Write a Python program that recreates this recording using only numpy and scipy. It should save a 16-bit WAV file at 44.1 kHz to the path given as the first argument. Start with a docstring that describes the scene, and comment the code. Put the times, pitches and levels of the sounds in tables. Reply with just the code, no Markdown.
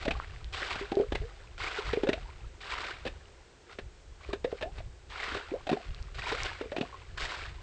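"""A slap, a plop and a glug: someone crouching on a frozen lake dips a small pot into a hole in the ice,
then flings the water out, again and again. On each dip water slaps the pot and shuts in pockets of air
that ring as bubbles. Each throw spatters on the ice and ends in a trickle; the lifted pot drips dry.
Behind it, light wind buffets the microphone over a faint open-air hiss."""
import sys
import numpy as np
from scipy import signal
from scipy.io import wavfile
from scipy.ndimage import uniform_filter1d

SR = 44100
rng = np.random.default_rng(int(sys.argv[2]) if len(sys.argv) > 2 else 0)


def pcm_store(signal):
    """Save signal as 16-bit PCM."""
    levels = np.round(np.clip(np.atleast_2d(signal), -1, 1) * 32767)
    wavfile.write(sys.argv[1], SR, levels.astype(np.int16).T)


N = 336042

# The pot gulps: a slap, a plop as air is shut in, then a ringing bubble. Each row: start in seconds,
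# relative slap level in dB, pitch of the struck hollow in Hz, plop level in dB, ring level in dB,
# ring pitch in Hz, ring decay in seconds.
GULPS = [(0.0781, -26, 2050, -19.5, -37, 308, 0.011), (0.9165, -31, 802, -21.5, -34, 354, 0.064),
         (1.1199, -27.5, 780, -20, -38, 383, 0.026), (1.9298, -28, 2500, -43, -16.5, 436, 0.0056),
         (2.0323, -28.5, 840, -16.5, -25, 397, 0.016), (2.0881, -23.5, 1950, -15.5, -23, 404, 0.0082),
         (2.129, -24, 2440, -38, -31, 608, 0.012), (3.051, -31.5, 710, -30, -28.5, 500, 0.0085),
         (3.7856, -33.5, 1980, -33, -38, 433, .005), (4.33, -27, 1560, -43, -29, 372, 0.017),
         (4.4428, -32, 1960, -30, -21, 470, 0.013), (4.6239, -28.5, 1720, -32, -32.5, 600, 0.043),
         (5.668, -30, 770, -34, -33, 628, .04), (5.6915, -24.5, 800, -26, -25.5, 677, 0.011),
         (5.714, -33, 900, -18.5, -29, 286, 0.0042), (5.727, -28, 1050, -15.5, -23, 392, 0.013),
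         (6.609, -34, 1330, -23, -34, 437, 0.022), (6.7167, -36, 1810, -26.5, -34.5, 565, 0.039),
         (6.7628, -29.5, 2590, -22.5, -30.5, 654, 0.012), (6.781, -35, 2050, -25.5, -31, 373, 0.025),
         (6.8096, -26.5, 2770, -23, -34, 252, 0.0054)]
SLAP_TO_PLOP_S = 0.00398


def plops(half_width_cycles=0.25):
    """A closing air pocket gives one push of pressure between two dips; bigger pockets push slower."""
    out, t = np.zeros(N), np.arange(-300, 300) / SR
    for s, _, _, db, _, ring_hz, _ in GULPS:
        widths = t * ring_hz / half_width_cycles
        push = (1 - 1.2 * widths ** 2) * np.exp(-widths ** 2 / 2)
        add(out, s + SLAP_TO_PLOP_S + t[0], gain_of(db) * push)
    return out


# Bubbles glug up through the water, some just after a slap. Each row: start in seconds, level in dB,
# pitch in Hz, relative pitch rise per second, decay in seconds.
GLUGS = [(.06, -30.5, 569, 5, 0.12), (.812, -33, 388, 1.5, 0.022), (.921, -34.5, 778, 0.5, 0.031),
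         (.97, -19, 365.6, 7.5, 0.03), (.999, -17.5, 382.4, 6.5, 0.021), (1.216, -38.5, 403, 4, 0.069),
         (1.786, -28.5, 419, 1, 0.0089), (1.973, -22, 398, 10.5, .01), (2.071, -24, 508, 7.5, 0.021),
         (4.29, -33, 405, -0.5, 0.015), (4.527, -19.5, 427, 8.5, 0.0068), (4.655, -31.5, 665, 4.5, 0.019),
         (5.348, -31, 382, 3, 0.02), (5.517, -31, 310, 18, 0.05), (5.539, -29.5, 455, 28, 0.012),
         (6.324, -31, 409, 11.5, 0.014), (6.658, -33, 432, 3, 0.0094), (6.829, -29.5, 687, 2, 0.0098)]
# Drips from the pot plink back into the hole. Each row: start in seconds, level in dB, pitch in Hz.
PLINKS = [(.152, -37.5, 1100), (.222, -43, 1300), (2.177, -41, 683), (2.256, -43.5, 886), (2.291, -45, 930),
          (2.442, -48, 1265), (4.804, -42, 647), (5.77, -32.5, 703), (5.802, -36.5, 650),
          (6.851, -42, 1064), (6.927, -42, 1070), (6.943, -37.5, 1030), (7.321, -32.5, 960)]


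def glugs(gulp_rise=4.9, plink_rise=7, plink_decay_s=0.0074, wobble=0.34, slosh_db=-11, life_s=0.045):
    """Bubbles wobble as they ring, stir the water around them and die once they break the surface."""
    rings, stir = np.zeros(N), np.zeros(N)
    trapped = [(s + SLAP_TO_PLOP_S, db, hz, gulp_rise, decay) for s, _, _, _, db, hz, decay in GULPS]
    dripped = [(s, db, hz, plink_rise, plink_decay_s) for s, db, hz in PLINKS]
    for s, db, hz, rise, decay in trapped + GLUGS + dripped:
        ring = bubble(hz, rise, onset_s=0.00032, decay_s=decay)
        age = np.arange(len(ring)) / SR
        ring *= gain_of(db) / np.sqrt(1 + (age / life_s) ** 8)  # choked at the surface
        add(rings, s, ring)
        add(stir, s, abs(ring))
    slosh = droplets(per_s=2500, spread_db=1, cycles=2.4, low_hz=335, high_hz=660, count=12)
    slosh *= gain_of(slosh_db) * uniform_filter1d(stir, size=128)
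    return rings * (1 + wobble * wander(per_s=160)) + slosh


# Further slaps of water, at the pot or on the ice, some followed by a glug.
# Each row: start in seconds, relative level in dB, pitch of the hollow in Hz.
SLAPS = [(.052, -28, 800), (0.1071, -23, 2500), (.618, -32.5, 1700), (0.754, -29.5, 1360),
         (1.1498, -24.5, 2060), (2.0697, -31.5, 1530), (2.8467, -33.5, 1500), (3.063, -30, 1770),
         (3.073, -33, 2560), (4.6102, -33, 1010), (4.781, -41.5, 2300), (5.28, -34.5, 1320),
         (5.32, -32.5, 1380), (5.345, -28.5, 1280), (5.3673, -31.5, 1460), (6.3168, -25, 1010)]
# The wet pot's dull resonances. Each row: frequency in Hz, gain in dB.
POT_EQ = [(110, -15.5), (190, -0.5), (650, 1), (1100, -9.5), (1700, -5), (2150, -9.5), (2650, -5),
          (3100, -9.5), (3700, -7.5), (5200, -21), (8800, -34)]


def slaps(level_db=-5, hollow_db=5, onset_s=0.0012, length_s=0.011, tail_db=-15, tail_s=0.018):
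    """Water strikes a hollow: a tight, coloured burst of spray with a faint tail of falling drops."""
    spray = evened(coloured(impacts(per_s=9000, spread_db=3), POT_EQ))
    out, t = np.zeros(N), np.arange(SR // 8) / SR
    attack = 1 - np.exp(-t / onset_s)
    body = np.exp(-(t / length_s) ** 2)
    tail = gain_of(tail_db) * np.exp(-t / tail_s)
    for s, db, hz, *_ in GULPS + SLAPS:
        burst = spray[int(s * SR):][:len(t)] * attack * (body + tail)
        hollow = signal.lfilter(*signal.iirpeak(hz, Q=7, fs=SR), burst)
        burst += gain_of(hollow_db) * hollow
        peak_rms = np.sqrt(uniform_filter1d(burst ** 2, size=256).max())
        add(out, s, gain_of(db + level_db) * burst / peak_rms)
    return out


# A potful rains on the ice. Each row: first landing in seconds, swell time in seconds, end of the main
# sheet in seconds, level in dB, extra treble in dB.
THROWS = [(.525, .04, 0.76, -38, 0.5), (1.578, 0.047, 1.888, -39, 1), (2.604, 0.044, 2.873, -40, 1),
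          (5.095, 0.17, 5.356, -38.5, -0.5), (6.144, .14, 6.457, -38.5, 1.5),
          (7.173, .045, 7.347, -38.5, 3.5)]
# The tone of water hitting ice. Each row: frequency in Hz, gain in dB.
SPATTER_EQ = [(150, -48.5), (250, -13.5), (415, 0), (535, -4.5), (787, -0.5), (861, -18), (942, -6.5),
              (1540, 0.5), (1730, -5), (1900, -1.5), (3190, -5.5), (4710, -9.5), (6060, -20.5), (7810, -22),
              (8800, -33), (11400, -64.5), (19400, -120)]


def throws(clump_db=2, surge_db=1.5, fine_spray_db=5, fine_spray_s=0.055):
    """Sheets of water break into clumps of ticks, fizz and bubble notes; the finest spray lands first."""
    ticks = evened(coloured(impacts(per_s=4000, spread_db=3.2), SPATTER_EQ))
    fizz = droplets(per_s=1400, spread_db=3, cycles=2.5, low_hz=950, high_hz=3700)
    notes = droplets(per_s=130, spread_db=3.1, cycles=5.5, low_hz=850, high_hz=2400, rise=0.035)
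    clumps = gain_of(clump_db * wander(per_s=90))
    spatter = evened((ticks + gain_of(-4) * fizz + gain_of(-1.5) * notes) * clumps)
    treble = signal.sosfiltfilt(signal.butter(2, 3500, "high", fs=SR, output="sos"), spatter)
    out, t = np.zeros(N), np.arange(N) / SR
    for start, swell, end, db, treble_db in THROWS:
        fine_spray = np.exp(-np.maximum(t - start, 0) / fine_spray_s)
        brightness = gain_of(treble_db + fine_spray_db * fine_spray)
        sheet = gain_of(db) * envelope(start, swell, end, fall_db_per_s=114)
        out += sheet * (spatter + (brightness - 1) * treble)
    return out * gain_of(surge_db * wander(per_s=32))


# Single fat drops tick on the ice. Each row: start in seconds, level in dB, pitch in Hz.
FAT_DROPS = [(.2, -22, 1160), (.2455, -33, 1920), (.362, -36, 2020), (.4445, -31.5, 3580),
             (.6315, -19.5, 1970), (.732, -24, 2320), (.9545, -30.5, 3820), (2.7535, -27, 2000),
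             (5.947, -32, 3730), (6.027, -36, 4760), (6.434, -19.5, 5500), (6.4662, -23, 2820)]


def fat_drops(decay_cycles=0.88):
    """A fat drop snaps and rings for a cycle or two."""
    out = np.zeros(N)
    for s, db, hz in FAT_DROPS:
        add(out, s, gain_of(db) * bubble(hz, rise=0, onset_s=0.5 / hz, decay_s=decay_cycles / hz))
    return out


# The pot comes up streaming and drips dry. Each row: start in seconds, relative level in dB.
LIFTS = [(.11, -47), (1.15, -50.5), (2.13, -51.5), (5.72, -47.5), (6.82, -50)]
# The pot swishes through the water. Each row: crest time in seconds, relative level in dB.
SWISHES = [(0.032, -39), (1.012, -44), (3.727, -47), (4.249, -48), (4.3, -48), (4.52, -49.5),
           (4.581, -47.5), (4.785, -45.5)]


def trickle(level_db=-2, runoff_db=-10.5, swish_in_s=0.031, swish_out_s=0.024):
    """Loose water patters, plinks and laps, riding up with each throw's run-off, each lift and swish."""
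    t = np.arange(N) / SR
    runoff = [gain_of(db + runoff_db) * envelope(start, end - start, end, fall_db_per_s=29)
              for start, _, end, db, _ in THROWS]
    lifts = [gain_of(db) * envelope(s, swell=0.015, end=s, fall_db_per_s=28) for s, db in LIFTS]
    swishes = [gain_of(db) * np.exp(-np.maximum((s - t) / swish_in_s, (t - s) / swish_out_s))
               for s, db in SWISHES]
    flow = np.linalg.norm(runoff + lifts + swishes, axis=0)  # they add in power
    patter = evened(coloured(impacts(per_s=3000, spread_db=3.8), SPATTER_EQ))
    plinks = droplets(per_s=65, spread_db=2.5, cycles=4.5, low_hz=750, high_hz=2800, rise=0.03)
    drips = evened(patter + gain_of(-3.5) * plinks)
    laps = droplets(per_s=40, spread_db=4, cycles=4.5, low_hz=390, high_hz=1104, rise=0.055, count=12)
    return gain_of(level_db) * flow * (drips + gain_of(-10) * laps)


def early_echoes(x, level_db=-15, decay_s=0.025, per_s=2000, gap_s=0.003):
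    """The rim of the hole and the crouching body throw back faint, early echoes."""
    t = np.arange(SR // 8) / SR
    taps = rng.standard_normal(len(t)) * (rng.random(len(t)) < per_s / SR)
    taps *= np.exp(-t / decay_s) * (t > gap_s)
    return gain_of(level_db) * signal.oaconvolve(x, taps / np.linalg.norm(taps))[:N]


# The slow rise and fall of the breeze. Each row: time in seconds, relative level in dB.
GUSTS = [(0.0, -46), (1.74, -51.5), (2.31, -44.5), (2.63, -54.5), (3.03, -52.5), (3.52, -62.5), (4.37, -51),
         (4.79, -50), (5.69, -57.5), (6.09, -45), (6.79, -55.5), (7.62, -44)]
# Strong eddies thump the microphone. Each row: crest time in seconds, level in dB.
THUMPS = [(.16, -34), (.46, -37.5), (1.13, -32.5), (1.22, -33.5), (1.89, -33), (2.23, -40), (2.46, -40.5),
          (3.06, -45), (3.849, -41), (4.3, -41), (4.65, -46), (4.79, -41.5), (4.87, -41), (5.34, -42),
          (5.9, -35), (6.01, -41.5), (6.191, -38), (6.43, -37.5), (7.23, -39)]
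# The wind's low rumble. Each row: frequency in Hz, gain in dB.
WIND_EQ = [(8.8, -35.5), (15, -5.5), (38, 1.5), (60, 1.5), (114, -9), (161, -20.5), (225, -32),
           (248, -50.5), (260, -30.5), (340, -80), (570, -120)]


def wind(breeze_db=2, lump_db=3, thump_half_s=0.035):
    """Eddies buffet the microphone, their strength following the breeze; a few strong ones thump it."""
    t = np.arange(N) / SR
    eddies = evened(coloured(rng.standard_normal(N), WIND_EQ, size=32768))
    eddies /= np.sqrt(uniform_filter1d(eddies ** 2, size=3000) + 1e-6)  # iron out the noise's own swells
    lumps = evened(gain_of(lump_db * wander(per_s=16)))
    breeze = gain_of(np.interp(t, *np.transpose(GUSTS)) + breeze_db) * lumps
    thumps = sum(gain_of(db) * np.exp(-((t - s) / thump_half_s) ** 2) for s, db in THUMPS)
    return np.hypot(breeze, thumps) * evened(eddies)


# The tone of the open air. Each row: frequency in Hz, gain in dB.
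AIR_EQ = [(59, -39.5), (100, -17), (140, -8.5), (166, -9.5), (270, -11), (314, -10), (351, -2.5),
          (651, -11.5), (1280, -16), (1400, -14), (1860, -16), (7860, -24), (8800, -31), (11400, -63),
          (19400, -120)]


def air(level_db=-60):
    """A steady bed of faint open-air hiss."""
    return gain_of(level_db) * evened(coloured(rng.standard_normal(N), AIR_EQ))


def bubble(hz, rise, onset_s, decay_s):
    """A bubble rings and climbs as it nears the surface; rise is the relative pitch change per second."""
    t = np.arange(int(6 * decay_s * SR) + 2) / SR
    shape = (1 - np.exp(-t / onset_s)) * np.exp(-t / decay_s)
    return shape / shape.max() * np.sin(2 * np.pi * hz * (t + rise * t * t / 2))


def impacts(per_s, spread_db):
    """Drops land at random: many small, a few large."""
    size = gain_of(spread_db * np.minimum(rng.exponential(1, N), 4))
    return size * rng.choice([-1, 1], N) * (rng.random(N) < per_s / SR)


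def droplets(per_s, spread_db, cycles, low_hz, high_hz, rise=0.028, count=32):
    """Small bubbles of many sizes ring for a few cycles; rise is the relative climb per decay time."""
    out = np.zeros(N)
    for hz in np.geomspace(low_hz, high_hz, count):
        decay_s = cycles * (0.5 + rng.random()) / hz
        ring = bubble(hz, rise / decay_s, 0.5 / hz, decay_s)
        out += np.sqrt(hz) * signal.oaconvolve(impacts(per_s / count, spread_db), ring)[:N]
    return evened(out)


def envelope(start, swell, end, fall_db_per_s):
    """Starts abruptly and swells, then dies away from the end time on."""
    t = np.arange(N) / SR
    attack = np.clip((t - start) / swell, 0, 1) ** 0.41
    return attack * gain_of(-fall_db_per_s * np.maximum(t - end, 0))


def coloured(x, eq, size=4096):
    """Minimum-phase EQ, so that clicks keep their sharp front."""
    eq_hz, eq_db = np.transpose(eq)
    hz = abs(np.fft.fftfreq(size, 1 / SR))
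    log_gain = np.log(gain_of(np.interp(np.log(hz + 1), np.log(eq_hz + 1), eq_db)))
    taps = np.fft.ifft(np.exp(signal.hilbert(log_gain).conj())).real
    return signal.oaconvolve(x, taps[:size // 2])[:len(x)]


def wander(per_s):
    """Smooth random drift of rms 1."""
    width = int(SR / per_s)
    return evened(uniform_filter1d(uniform_filter1d(rng.standard_normal(N), width), width))


def gain_of(db):
    """Decibels to amplitude."""
    return 10 ** (np.asarray(db) / 20)


def evened(x):
    """Scales to rms 1."""
    return x / np.sqrt(np.mean(x ** 2) + 1e-20)


def add(mix, s, sound):
    """Mixes a sound in at s seconds."""
    part = mix[max(round(s * SR), 0):][:len(sound)]
    part += sound[:len(part)]


def scene():
    """The mono mix: water in the hole and on the ice up front, weather behind."""
    close_water = glugs() + plops() + slaps() + fat_drops()
    return (close_water + early_echoes(close_water) + throws() + trickle() + wind() + air())[None]


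def record(dry, cutoff_hz=8900):
    """A steep low-pass takes off the top end."""
    lowpass = signal.firwin(401, cutoff_hz, window=("kaiser", 8), fs=SR)
    return signal.oaconvolve(dry, lowpass[None], "same")


dry = scene()
out = record(dry)
pcm_store(out)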